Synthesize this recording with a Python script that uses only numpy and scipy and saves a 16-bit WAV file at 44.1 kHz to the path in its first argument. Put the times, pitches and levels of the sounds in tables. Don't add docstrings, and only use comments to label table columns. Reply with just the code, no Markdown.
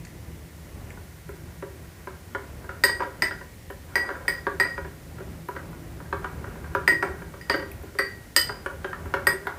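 import sys
import numpy as np
from scipy import signal
from scipy.fft import rfft, irfft, next_fast_len
from scipy.io import wavfile
from scipy.ndimage import map_coordinates

SR = 44100
rng = np.random.default_rng(int(sys.argv[2]) if len(sys.argv) > 2 else 0)


def digitize_waveform(pressure):
    field = np.atleast_2d(pressure).T
    bounded = np.clip(field, -1, 1)
    quanta = np.round(bounded * 32767).astype(np.int16)
    wavfile.write(sys.argv[1], SR, quanta)


def undo_db(level):
    steps = np.asarray(level, float) / 20
    return 10 ** steps


N = 422478
HIT_LEN = SR // 3

# pitch_hz, density_db (per Hz)
RUMBLE = [(22, -44), (36, -9), (48, -4.5), (76, 0.5), (130, -8.5), (500, -18.5), (3000, -37.5),
          (5000, -100)]
# pitch_hz, width_hz, level_db
HUM = [(76, 7, 0.5), (118.7, 4.3, -5), (161.4, 7, 0.5), (289, 3.2, -12), (339, 5.4, -9)]
# start_s, level_db
HUM_SWELL = [(0.1, -38.5), (1.1, -48), (1.27, -36.5), (1.65, -38.5), (1.9, -44), (2.55, -46), (2.75, -49),
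             (3.04, -50), (3.33, -46), (3.66, -49), (4.08, -48.5), (4.38, -41.5), (5.39, -38.5), (6.4, -37),
             (7.0, -36), (8.38, -56), (9.23, -34.5), (9.58, -49)]
# pitch_hz, density_db (per Hz)
HISS = [(710, -46), (1200, -32), (1750, 1), (1880, 3.5), (2090, 1), (2710, -5), (15500, -8)]
# pitch_hz, t60_s
KITCHEN = [(200, 0.52), (1000, 0.29), (4000, 0.32), (14000, 0.21)]

# start_s, pressure_db
SCRAPE = [(0.0, -72), (2.83, -62.5), (3.04, -53), (3.44, -71), (3.68, -95), (4.0, -47), (4.59, -63.5),
          (4.72, -56), (5.0, -69), (6.03, -69), (6.19, -57.5), (6.8, -59.5), (6.96, -60), (7.1, -51),
          (7.3, -62.5), (8.4, -67.5), (8.56, -61), (9.39, -55.5)]
# start_s, level_db, centre_hz
TICKS = [(0.0498, -40, 7700), (0.9034, -42, 7460), (1.291, -41, 12300), (3.707, -40, 11700),
         (5.4854, -36, 12500), (6.7491, -38, 12400), (7.496, -46, 8140), (7.5587, -34, 12400),
         (7.7154, -32.5, 12600), (7.8271, -40, 12800), (8.6607, -39.5, 9340), (9.0594, -48, 12600),
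         (9.1391, -35, 12400), (9.4689, -37, 12800)]
# start_s, level_db, centre_hz
LOW_TICKS = [
    (.050, -39, 1950),
    (.069, -40, 1950),
    (.051, -41, 4800),
    (.904, -35, 1950),
    (.870, -52, 2600),
    (7.716, -36, 2400),
]

# start_s, knock_db, weight_db (counter, re knock)
NUDGES = [(0.973, -37, -18), (1.291, -33.5, -3), (2.333, -48, -15), (2.643, -32.5, -11),
          (3.412, -29.5, -19.5), (4.154, -31, -14), (4.384, -41, -10), (4.848, -28.5, -9.5),
          (5.184, -34, -9), (5.203, -33.5, -4), (5.551, -33, -23), (5.729, -35, -28), (5.969, -47, 1),
          (6.002, -30.5, -17), (6.057, -38.5, -20), (6.442, -27, -20), (6.477, -37.5, -4),
          (6.554, -34.5, -21), (6.643, -30.5, -36), (6.918, -31, 2.5), (7.049, -33, -5),
          (7.22, -30.5, -14.5), (7.339, -30.5, -12), (7.598, -25, -29), (7.627, -28, -9), (7.833, -39, 1),
          (7.95, -36.5, -2), (9.057, -32, -7.5), (9.334, -34, 3), (9.452, -33, -9)]
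# start_s, knock_db, low_db (re knock), weight_db (counter, re knock)
KNOCKS = [(1.625, -27.5, -6, -5), (2.072, -24.5, -7.5, -13.5), (2.349, -16, -9.5, -16.5),
          (2.692, -22, -12.5, -21.5), (2.85, -30, -1, -6), (2.893, -19.5, -6.5, -18.5),
          (2.997, -25, -21, -15), (3.005, -16.5, -5.5, -17.5), (3.021, -21.5, 1, -20),
          (3.033, -18.5, -18, -16.5), (3.31, -19.5, -17, -24), (3.701, -25.5, -13, -11.5),
          (4.09, -19, -6, -18), (4.102, -22, -16, -16), (4.468, -14, -4, -12), (4.652, -23, -13, -12.5),
          (4.779, -20, -8.5, -14.5), (5.487, -24.5, -0.5, -10), (5.563, -20, -13.5, -21),
          (6.127, -16, -6, -13.5), (6.244, -18, -7, -18.5), (6.75, -13, -5, -14), (7.541, -12, -22, -13),
          (7.992, -13.5, -33, -14), (8.494, -17, -12, -18), (8.661, -16, -11, -18),
          (8.845, -15.5, -17, -15.5), (8.93, -19.5, -15, -37), (9.139, -10, -8.5, -18.5),
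          (9.47, -15.5, -9.5, -18.5)]
# start_s, ring_db, second_db (re ring), upper_db (re ring), knock_db (bowl)
CLINKS = [(2.8376, -14, -11, -14, -12.5), (3.2214, -17, -15, -21, -14), (3.9557, -16, -19, -24.5, -14),
          (4.2807, -17.5, -18.5, -21, -18.5), (4.5995, -15, -18.5, -24.5, -13.5),
          (6.8774, -11.5, -22, -25, -12), (6.899, -27, -17, -40, -32), (7.0262, -33, -23, -19.5, -10.5),
          (7.412, -41, -14, -22, -46), (7.4971, -25, -9.5, -22.5, -40), (8.3634, -16.5, -3, -7, -17),
          (9.2694, -13.5, -19.5, -16.5, -10.5)]
LOADED_CLINKS = [
    (7.4983, -25, -10.5, -30, -10),
    (7.9874, -19, -16, -21.5, -26),
]

# pitch_hz, level_db, t60_s
BOWL_HIGH = [(1365, -3, .03), (1435, 0, .035), (1590, 0, .035), (1850, -7, .025), (2200, -11, .02),
             (3050, -22, .025)]
# pitch_hz, level_db, t60_s
BOWL_LOW = [(985, 0, .045), (1140, -4, .025)]
# pitch_hz, level_db, t60_s
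FOOT = [(552, 0, .05), (640, -6, .03), (770, -4, .03), (480, -6, .03)]
# pitch_hz, level_db, t60_s
COUNTER = [(390, 0, .06), (325, -9, .05), (210, -18, .04)]

# pitch_hz, level_db, t60_s
RING_LOW = [(1900, 0, .09), (1905, -12, .44), (1927, -14, .28), (1858, -8, .12), (1988, -6, .12),
            (2200, -9, .06), (2320, -17, .05)]
# pitch_ratio (to the hit's own pitch), level_db, t60_s
RING_SECOND = [(1.0, 0, .045), (.996, -13, .3), (1.006, -12, .25), (.989, -9, .1), (.96, -10, .03),
               (.62, -21, .15)]
# pitch_hz, level_db, t60_s
RING_THIRD = [(8490, 6.5, 0.048), (8170, -19, 0.07), (8420, -16.5, 0.24), (8465, -5, 0.2),
              (9400, -6, 0.051), (6900, -22, 0.042)]
# pitch_hz, level_db, t60_s
RING_TOP = [(11725, 0, .08), (11915, -2, .08), (12520, -6, .035), (14285, -4, .05), (15050, -3, .07)]


def unit(x):
    return x / np.sqrt(np.mean(x ** 2) + 1e-20)


def along(points, hz):
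    f, value = np.transpose(points)
    return np.interp(np.log(hz + 1), np.log(f + 1), value)


def curve(points):
    s, level_db = np.transpose(points)
    return np.interp(np.arange(N) / SR, s, level_db)


def wobble(rate):
    knots = rng.standard_normal(int(N * rate / SR) + 4)
    return map_coordinates(knots, [np.arange(N) * rate / SR])


def noise(gain):
    m = next_fast_len(N)
    spectrum = rfft(rng.standard_normal(m)) * gain(np.fft.rfftfreq(m, 1 / SR))
    return unit(irfft(spectrum, m)[:N])


def ring(modes, scale=1, scatter_db=4.5, rise_s=0.00029):
    t = np.arange(HIT_LEN) / SR
    hz, db, t60 = np.transpose(modes)[:, :, None]
    strength, detune = rng.standard_normal((2, len(modes), 1))
    struck_db = db + scatter_db * strength
    pitch_hz = hz * scale * (1 + 0.0033 * detune)
    waves = undo_db(struck_db - 60 * t / t60) * np.sin(2 * np.pi * pitch_hz * t)
    same_energy = np.sqrt(np.sum(undo_db(2 * db) * t60) / np.sum(undo_db(2 * struck_db) * t60))
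    return same_energy * waves.sum(0) * (1 - np.exp(-t / rise_s))


def crack(t60, low_hz, high_hz):
    t = np.arange(HIT_LEN) / SR
    burst = undo_db(-60 * t / t60) * rng.standard_normal(HIT_LEN)
    band = signal.butter(2, [low_hz, min(high_hz, .45 * SR)], "band", fs=SR, output="sos")
    return signal.sosfilt(band, burst)


def kitchen(parts, wet_db):
    parts = np.atleast_2d(parts)
    hz, t, z = signal.stft(rng.standard_normal(HIT_LEN), SR, nperseg=256)
    dying = z * undo_db(-60 * t / along(KITCHEN, hz)[:, None])
    tail = signal.istft(dying, SR, nperseg=256)[1][:HIT_LEN]
    late_tail = np.pad(tail, (130, 0))
    echo = signal.fftconvolve(parts, late_tail[None], axes=1)[:, :HIT_LEN]
    direct = np.linalg.norm(parts, axis=1)
    share = undo_db(wet_db) * direct / np.linalg.norm(echo, axis=1)
    heard = parts + share[:, None] * echo
    steady = np.hypot(1, undo_db(wet_db)) * direct / np.linalg.norm(heard, axis=1)
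    return steady @ heard


def add(track, s, hit):
    track[round(s * SR):][:len(hit)] += hit


def room_tone():
    rumble_db = -44.5 + 0.1726 * np.arange(N) / SR + 2.73 * wobble(7.3)
    rumble = undo_db(rumble_db) * noise(lambda f: undo_db(along(RUMBLE, f)))

    def hum_bands(f):
        return sum(undo_db(db) / (1 + ((f - hz) / width) ** 2) for hz, width, db in HUM)

    hum = undo_db(curve(HUM_SWELL) - 5.5) * noise(hum_bands)
    hiss = undo_db(-53.5) * noise(lambda f: undo_db(along(HISS, f)))
    return rumble + hum + hiss


def scrape():
    modes = BOWL_HIGH + BOWL_LOW + COUNTER + FOOT

    def bowl(f):
        power = sum(undo_db(2 * db) / (1 + ((f - hz) * t60 / 2.2) ** 2) ** 2 for hz, db, t60 in modes)
        return np.sqrt(power)

    pressure_db = curve(SCRAPE) + 7.5 + 0.67 * wobble(25) + 1.8 * wobble(70)
    return undo_db(pressure_db) * noise(bowl)


def ticks():
    out = np.zeros(N + SR)
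    for s, db, hz in TICKS + LOW_TICKS:
        snap = crack(0.019, 0.847 * hz, 1.15 * hz)
        add(out, s, undo_db(db) * kitchen(snap / np.abs(snap).max(), wet_db=-5.0))
    return out[:N]


def knocks():
    out = np.zeros(N + SR)
    light = [(s, db, -9, weight_db) for s, db, weight_db in NUDGES]
    wall = [(s, db, -9, -16) for s, *_, db in CLINKS + LOADED_CLINKS]
    for s, db, low_db, weight_db in wall + KNOCKS + light:
        puff = undo_db(12.0) * crack(0.018, 1133, 1760)
        body = [
            ring(BOWL_HIGH, scatter_db=5.0, rise_s=0.0013) + puff,
            undo_db(low_db + 7.5) * ring(BOWL_LOW, rise_s=0.00058),
            undo_db(weight_db + 21.5) * ring(COUNTER, rise_s=0.011),
            undo_db(-11.5 + 0.3 * db) * crack(0.04, 1600, 4800),
            undo_db(9 + 0.52 * weight_db) * ring(FOOT, rise_s=0.0038),
        ]
        add(out, s, undo_db(db - 5.0) * kitchen(body, wet_db=-2.5))
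    return out[:N]


def clinks():
    out = np.zeros(N + SR)
    for hits, second_hz in (CLINKS, 4860), (LOADED_CLINKS, 4675):
        for s, db, second_db, upper_db, _ in hits:
            glass = [
                ring(RING_LOW),
                undo_db(second_db + 7.5) * ring(RING_SECOND, second_hz),
                undo_db(upper_db + 1.5) * ring(RING_THIRD),
                undo_db(upper_db + 0.5) * ring(RING_TOP),
                undo_db(upper_db + 4.5) * crack(0.028, 3400, 22000),
                undo_db(second_db + 7.5) * crack(0.02, 1950, 6700),
            ]
            add(out, s, undo_db(db) * kitchen(glass, wet_db=-1.0))
    return out[:N]


def scene():
    return (room_tone() + scrape() + ticks() + knocks() + clinks())[None]


def top_cut(x):
    return signal.sosfilt(signal.butter(12, 16470, fs=SR, output="sos"), x)


def record(dry):
    soft = dry / (1 + np.abs(dry / 1.1) ** 3) ** (1 / 3)
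    hz = np.fft.rfftfreq(N, 1 / SR)
    band_limit = undo_db(-np.clip((hz - 15450) / 10, 0, 33))
    bass_cut = 1 / np.sqrt(1 + (34.5 / (hz + 1)) ** 8)
    kept = irfft(rfft(soft) * band_limit * bass_cut, N)
    return top_cut(kept)


dry = scene()
out = record(dry)
digitize_waveform(out)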